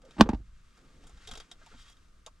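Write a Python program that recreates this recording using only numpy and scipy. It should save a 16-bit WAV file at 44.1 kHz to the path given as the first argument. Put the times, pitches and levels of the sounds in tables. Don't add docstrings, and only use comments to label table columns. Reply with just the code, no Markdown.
import sys
import numpy as np
from scipy import signal
from scipy.fft import rfft, irfft
from scipy.io import wavfile
from scipy.ndimage import uniform_filter1d

SR = 44100
rng = np.random.default_rng(int(sys.argv[2]) if len(sys.argv) > 2 else 0)


def put_to_file(sound):
    columns = np.atleast_2d(sound).T
    safe = np.clip(columns, -1, 1)
    whole_steps = np.round(safe * 32767)
    wavfile.write(sys.argv[1], SR, whole_steps.astype(np.int16))


def linear_from_db(decibels):
    return 10 ** (np.asarray(decibels, float) / 20)


N = 105840

# (time [s], level [dB], contact [ms], box level [dB], boom level [dB])
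LID_CONTACTS = [(0.166, -43, 1.4, -7, -4.5), (0.181, -35.5, 1.3, -7.5, -8.5), (0.1872, -28.5, 1.1, -3, 5.5),
                (0.1965, -16.5, 2.6, -4, 2), (0.2, -23.5, 1.6, -3, 0.5), (0.2041, -19, 1.4, -2, -7),
                (0.2062, -20.5, .9, -4, -7), (0.2096, -2.5, 0.33, -8, -8.5), (0.2124, -22, 0.25, 4, -10.5),
                (0.25, -36, 1.82, 0.5, 7.5), (0.262, -40, 1.5, 4, 1.5), (0.2899, -22.5, 0.6, 2.5, 2),
                (0.299, -33.5, .8, 4.5, 4), (0.331, -31, 1.4, 8, 9.5), (.345, -42, 1, 6, 13.5),
                (0.399, -47, 3.6, -29, 14)]
# (freq [Hz], level [dB], t60 [s])
SHELL_MODES = [(662.5, -7.5, 0.013), (849, -3.5, 0.023), (1050, -3, 0.016), (1589, -9, 0.017),
               (1755, -25, 0.067), (2980, 3, 0.0053), (3500, -6.5, 0.012)]
# (freq [Hz], level [dB], t60 [s])
PAD_MODES = [(216, 1.5, .06)]
# (freq [Hz], level [dB], t60 [s])
BOX_MODES = [(241, -4, 0.078), (288.8, -2.5, 0.044), (330, -7.5, 0.019), (390.9, -13.5, 0.062),
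             (670, -14, 0.029), (785, -8, 0.019), (900, -12.5, 0.022), (1497, -9, 0.04)]
# (freq [Hz], level [dB], t60 [s])
BOOM_MODES = [(36.8, -14.5, 0.11), (50, -16.5, 0.42), (62.66, -14, .14), (73, -16.5, 0.16),
              (98.34, -26, 0.29), (166, -21.5, .08)]
# (time [s], level [dB], brightness [Hz], t60 [s])
CRACKS = [(0.167, -54, 2530, 0.11), (0.182, -42, 3200, 0.11), (.188, -40.5, 1500, 0.056),
          (0.1983, -31, 2800, 0.054), (.2025, -39, 4464, .03), (0.2094, -10, 8970, 0.018),
          (0.2131, -28.5, 4960, 0.051), (.22, -36.5, 3523, .05), (0.236, -46.5, 4190, 0.028),
          (0.2607, -50, 2507, 0.052), (0.2899, -31.5, 6700, 0.0244), (.298, -45, 5500, 0.029),
          (.311, -50, 3430, 0.081), (0.3324, -40.5, 3360, .035), (0.3459, -45, 4995, 0.028)]
# (freq [Hz], density [dB per Hz])
CRACK_SPECTRUM = [(350, -38), (600, -12), (966, -6.5), (2220, -19.5), (3980, -20.5), (10200, -27),
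                  (15500, -61.5)]
# (time [s], level [dB], t60 [s])
JUMPS = [
    (.185, -39, 0.19),
    (.2, -32, .06),
    (.212, -23, .07),
    (.24, -39, 0.07),
    (.259, -45.5, .1),
    (.275, -51.5, .06),
    (.292, -33, 0.077),
    (.312, -38, 0.091),
    (.333, -37, 0.077),
    (.348, -46.5, 0.041),
]
# (freq [Hz], width [Hz], level [dB])
CONTENTS = [(443, 50, 0), (620, 37, -1.5), (784, 76, -3.5), (932.6, 100, -4.5), (1132, 64, -7),
            (1430, 89, -14.5), (1830, 120, -16)]
# (time [s], level [dB], t60 [s])
SHUDDERS = [
    (.188, -30, .15),
    (.26, -36, 0.22),
    (.325, -30, 0.26),
    (.395, -41, 0.16),
]
# (time [s], level [dB], body relative level [dB], brightness [Hz])
TICKS = [(0.0177, -58.5, -0.5, 5430), (0.1078, -48, -7, 2500), (0.7743, -58, 2.5, 5300),
         (1.038, -58.5, 3.5, 3660), (1.0686, -48, -6.5, 7580), (1.0938, -52, -0.5, 6140),
         (1.1733, -54.5, -3, 3430), (1.2732, -35.5, -13.5, 4320), (1.2883, -39.5, -5, 3680),
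         (1.3122, -35, -5.5, 3370), (1.3352, -41.5, -2, 3380), (1.3525, -39, -5.5, 3380),
         (1.3729, -39, -3, 3680), (1.4001, -38.5, -4.5, 3640), (1.5136, -37, -9, 3780),
         (1.662, -49.5, -8.5, 3640), (1.898, -51.5, -11.5, 9800), (1.8985, -57.5, -11.5, 3200),
         (0.05, -55.5, -19, 4500), (1.9684, -56, -15, 3825), (2.2627, -36, -19, 5900)]
# (freq [Hz], width [Hz], level [dB])
LOCK = [(2550, 220, -13), (3315, 150, 4), (3680, 140, 4), (4780, 580, -4), (5490, 390, -4.5),
        (6380, 210, -7), (7040, 130, 2), (8840, 420, -21.5)]
# (freq [Hz], width [Hz], level [dB])
HOUSING = [(449, 38, 6), (736, 160, 7), (1050, 62, 1), (1290, 100, 5), (1650, 33, -46)]
# (time [s], length [s], level [dB], pitch [Hz])
CREAKS = [(.03, 0.047, -54, 520), (.08, 0.0089, -56.5, 426), (0.259, 0.015, -35.5, 420),
          (0.291, .01, -35, 770), (0.2899, .008, -36.5, 990), (1.723, 0.027, -56, 232),
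          (1.31, 0.018, -52, 240), (1.275, 0.022, -54.5, 424), (1.314, 0.0091, -50.5, 1240),
          (1.36, 0.044, -70, 430), (1.614, 0.015, -56, 1360), (1.612, 0.014, -59.5, 600),
          (1.63, 0.008, -61.5, 330), (1.663, 0.0087, -52.5, 900), (1.713, 0.015, -53, 1374),
          (1.714, 0.0096, -57, 436), (1.733, .014, -59, 900), (1.745, 0.0064, -58, 1497),
          (2.264, 0.0071, -47.5, 657.4), (2.267, 0.0095, -49.5, 1080)]
# (time [s], level [dB])
CLOTH_DB = [(0, -78.5), (.17, -62), (.3, -74), (.98, -70), (1.12, -68.5), (1.25, -61.5), (1.4, -62),
            (1.46, -67), (1.58, -71.5), (1.7, -63.5), (1.79, -63.5), (1.9, -65.5), (1.98, -74.5),
            (2.3, -77.5)]
# (freq [Hz], density [dB per Hz])
CLOTH_SPECTRUM = [(410, -47.5), (700, -15.5), (1230, 3), (2280, -3), (3520, -4), (3950, -5.5),
                  (7700, -10.5), (12200, -24.5), (15000, -41.5)]
# (time [s], level [dB])
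SEAT_DB = [(0, -69), (.12, -66.5), (.4, -64.5), (.5, -103), (.72, -77), (.85, -65), (1.05, -64.5),
           (1.35, -73.5), (1.47, -69), (1.75, -76), (2.4, -82.5)]
# (freq [Hz], density [dB per Hz])
SEAT_SPECTRUM = [(76, -34.5), (130, -3.5), (205, -4.5), (391, -8.5), (900, -23), (1170, -55), (1980, -120)]
# (time [s], level [dB])
GRIP_DB = [(0, -58.5), (.15, -58.5), (.45, -54.5), (.53, -51), (.78, -62), (1.06, -53.5), (1.11, -59),
           (1.15, -46.5), (1.2, -59), (1.3, -48), (1.42, -56.5), (1.49, -76), (1.56, -54.5), (1.66, -60.5),
           (1.76, -51), (1.87, -58), (1.94, -60.5), (2.4, -58)]
# (freq [Hz], density [dB per Hz])
GRIP_SPECTRUM = [(7.1, -32), (12, 7.5), (49, 1.5), (81, -8), (200, -24.5), (260, -45.5), (440, -120)]
# (freq [Hz], density [dB per Hz])
HISS_SPECTRUM = [(88, -35), (150, -0.5), (500, -15.5), (656, -15), (844, -24.5), (1220, -9), (2100, -22),
                 (6110, -23.5), (15500, -29.5)]
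# (freq [Hz], left lead [rad])
PORT_RAD = [(0, 0), (300, .1), (700, .3), (1200, -.3), (1900, -.9), (2500, -.4), (3900, -1.0), (4700, -.3),
            (16000, -1)]
# (freq [Hz], left minus right [dB])
PORT_DB = [(50, -1), (380, -1.1), (700, -2.5), (1300, -1.3), (2400, 1.5), (4400, 1.5), (8000, 3),
           (15000, .5)]

TIME_S = np.arange(N) / SR
SHORT_S = np.arange(4096) / SR
LEFT_RIGHT = np.array([[.5], [-.5]])


def colour(x, points):
    p = np.array(points)
    f = np.arange(x.shape[-1] // 2 + 1) * SR / x.shape[-1] + 1
    gain = linear_from_db(np.interp(np.log(f), np.log(p[:, 0]), p[:, 1]))
    y = irfft(rfft(x) * gain, x.shape[-1])
    return y / np.sqrt(np.mean(y ** 2))


def curve(points):
    p = np.array(points)
    return linear_from_db(np.interp(TIME_S, p[:, 0], p[:, 1]))


def walk(rate_hz):
    k = int(SR / rate_hz)
    w = uniform_filter1d(uniform_filter1d(rng.standard_normal(N), k), k)
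    return w / w.std()


def fall(t, t60_s):
    return (t >= 0) * linear_from_db(-60 * np.maximum(t, 0) / t60_s)


def bursts(table):
    return sum(linear_from_db(db) * fall(TIME_S - s, t60_s) for s, db, t60_s in table)


def add(out, at_s, x):
    i = int(at_s * SR)
    out[i:i + len(x)] += x[:N - i]


def highpass(x, hz, order):
    return signal.lfilter(*signal.butter(order, hz, "high", fs=SR), x)


def ring(x, modes):
    y = 0
    for hz, db, t60_s in modes:
        pole = np.exp(2j * np.pi * hz / SR - np.log(1000) / (t60_s * SR))
        y = y + linear_from_db(db) * signal.lfilter([1], [1, -pole], x)
    return y


def peaks(x, table, trim_db=0):
    y = 0
    for (hz, width_hz, db), trim in zip(table, np.broadcast_to(trim_db, len(table))):
        y = y + linear_from_db(db + trim) * signal.lfilter(*signal.iirpeak(hz, hz / width_hz, SR), x)
    return y


def shove(t, ms):
    return np.sin(np.pi * np.clip(t * 1000 / ms, 0, 1)) ** 2 * 2000 / (ms * SR)


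def lid_body():
    squash_lag_ms, squash_ms = 2.05, 1.1
    push, pad, box, boom = 0, 0, 0, 0
    for s, db, contact_ms, box_db, boom_db in LID_CONTACTS:
        squash = linear_from_db(db) * shove(TIME_S - s - squash_lag_ms / 1000, squash_ms)
        push = push + linear_from_db(db) * shove(TIME_S - s, contact_ms)
        pad = pad + squash
        box = box + linear_from_db(box_db) * squash
        boom = boom + linear_from_db(boom_db) * squash
    swing = ring(pad, PAD_MODES) + ring(box, BOX_MODES)
    lid = highpass(ring(push, SHELL_MODES).real + swing.imag, 170, 2)
    return lid + highpass(ring(boom, BOOM_MODES).imag, 28, 2)


def cracks():
    out, noise = np.zeros(N), colour(rng.standard_normal(N), CRACK_SPECTRUM)
    for s, db, hz, t60_s in CRACKS:
        attack = np.minimum(SHORT_S * 2000, 1)
        x = noise[int(s * SR):][:len(SHORT_S)] * fall(SHORT_S, t60_s) * attack
        add(out, s, linear_from_db(db) * signal.lfilter(*signal.butter(2, min(hz, 18000), fs=SR), x))
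    return out


def rattle():
    knocks = rng.standard_normal(N) ** 2 * rng.standard_normal(N)
    return peaks(peaks(bursts(JUMPS) * knocks, CONTENTS), [(800, 530, 6.9)])


def shudder():
    mount = [(48.5, 48, 12)]
    return peaks(peaks(bursts(SHUDDERS) * rng.standard_normal(N), mount), mount)


def squeak():
    start_s, length_s, hz, level_db, rise_db = .186, .026, 7930, -27, 14.5
    u = np.clip((TIME_S - start_s) / length_s, 0, 1)
    tone = np.sin(2 * np.pi * hz * TIME_S + 0.68 * walk(900))
    window = np.sqrt(np.abs(np.sin(np.pi * u)))
    return tone * window * linear_from_db(2.0 * walk(400)) * linear_from_db(level_db + rise_db * (u - 2.5))


def ticks():
    hold_s, metal_t60_s, body_t60_s = 0.00032, 0.042, 0.0424
    metal_trim_db, body_trim_db, scatter_db = -9.5, -8.5, 2
    out, t = np.zeros(N), SHORT_S
    for s, db, body_db, hz in TICKS:
        noise, knock, spikes = rng.standard_normal((3, len(t)))
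        envelope = fall(np.maximum(t - hold_s, 0), metal_t60_s) * np.minimum(t * 1000, 1)
        chatter = noise * linear_from_db(1.3 * np.abs(spikes)) * envelope
        near_db = [-3.0 * np.log2(f / hz) ** 2 + scatter_db * rng.standard_normal() for f, _, _ in LOCK]
        metal = peaks(chatter, LOCK, near_db) + peaks(chatter, [(hz, hz * 0.2, -9)])
        body_scatter_db = scatter_db * rng.standard_normal(len(HOUSING))
        body = peaks(knock * fall(t - .001, body_t60_s), HOUSING, body_scatter_db)
        add(out, s, linear_from_db(db + metal_trim_db) * metal / metal[:256].std())
        add(out, s, linear_from_db(db + body_db + body_trim_db) * body / body[:256].std())
    return out


def scrape():
    start_s, length_s, level_db, centre_hz = 1.72, .215, -62, 3120
    u = np.clip((TIME_S - start_s) / length_s, 0, 1)
    near_db = [-6.0 * np.log2(f / centre_hz) ** 2 for f, _, _ in LOCK]
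    drag = peaks(rng.standard_normal(N) * linear_from_db(4.2 * walk(71)), LOCK, near_db)
    return linear_from_db(level_db) * drag / drag.std() * np.sqrt(np.abs(np.sin(np.pi * u ** 2)))


def creaks():
    out, t = np.zeros(N), SHORT_S
    for s, length_s, db, hz in CREAKS:
        jerks = linear_from_db(5.7 * np.abs(rng.standard_normal(len(t))))
        slip = rng.standard_normal(len(t)) * jerks * fall(np.maximum(t - length_s, 0), 0.038)
        x = peaks(slip, [(hz, hz * 0.18, 0), (hz * 2.4, hz * .5, -10)])
        x = peaks(x, [(hz, hz, 0)])
        add(out, s, linear_from_db(db - 6) * x / x[:int(length_s * SR)].std())
    return out


def rubbing():
    grains_per_s, grain_db = 400, 4.5
    chance, size = rng.random((2, N))
    grains = (chance < grains_per_s / SR) * linear_from_db(-grain_db * np.log(size + 1e-9)) * rng.standard_normal(N)
    cloth = colour(grains + 0.96 * rng.standard_normal(N), CLOTH_SPECTRUM)
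    cloth = cloth * curve(CLOTH_DB) * linear_from_db(1.5 * walk(30))
    upholstery = colour(rng.standard_normal(N), SEAT_SPECTRUM)
    return cloth + upholstery * curve(SEAT_DB) * linear_from_db(0.87 * walk(18))


def cabin(x):
    t60_s, level_db, low_hz, spread_db, spread_hz = 0.06, -7, 515.2, 1, 900
    t = np.arange(8192) / SR
    noise = rng.standard_normal((2, len(t))) * fall(t - .0015, t60_s)
    mid, side = highpass(noise, low_hz, 1)
    tail = mid + linear_from_db(spread_db) * highpass(side, spread_hz, 1) * np.array([[1], [-1]])
    tail = linear_from_db(level_db) * tail / np.sqrt(np.mean(np.sum(tail ** 2, axis=1)))
    return signal.fftconvolve(x[None], tail, axes=1)[:, :N]


def grip():
    return colour(rng.standard_normal(N), GRIP_SPECTRUM) * curve(GRIP_DB) * linear_from_db(1.7 * LEFT_RIGHT)


def hiss():
    level_db, rise_db_per_s = -71, 0.44
    noise = rng.standard_normal((3, N))
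    noise = colour(noise[:2] + .8 * noise[2], HISS_SPECTRUM)
    return noise * linear_from_db(level_db + rise_db_per_s * TIME_S + walk(4.6))


def scene():
    lid_cabin_db, key_left_db = -7, -0.5
    lid = lid_body() + cracks() + rattle() + shudder() + squeak()
    key = ticks() + scrape()
    seat = creaks() + rubbing()
    near = lid + seat + key * linear_from_db(key_left_db * LEFT_RIGHT)
    return near + cabin(linear_from_db(lid_cabin_db) * lid + seat + key) + grip() + hiss()


def roll_off(x):
    return signal.sosfilt(signal.butter(12, 16470, fs=SR, output="sos"), x)


def record(dry):
    top_hz = 11300
    f = np.arange(N // 2 + 1) * SR / N
    phase, balance = np.array(PORT_RAD), np.array(PORT_DB)
    lead_rad = np.interp(f, phase[:, 0], phase[:, 1])
    left_db = np.interp(np.log(f + 1), np.log(balance[:, 0]), balance[:, 1])
    ports = np.exp(1j * LEFT_RIGHT * lead_rad) * linear_from_db(left_db * LEFT_RIGHT) / (1 + (f / top_hz) ** 6)
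    mix = np.clip(irfft(rfft(dry) * ports, N), -1, 1)
    return roll_off(mix)


dry = scene()
out = record(dry)
put_to_file(out)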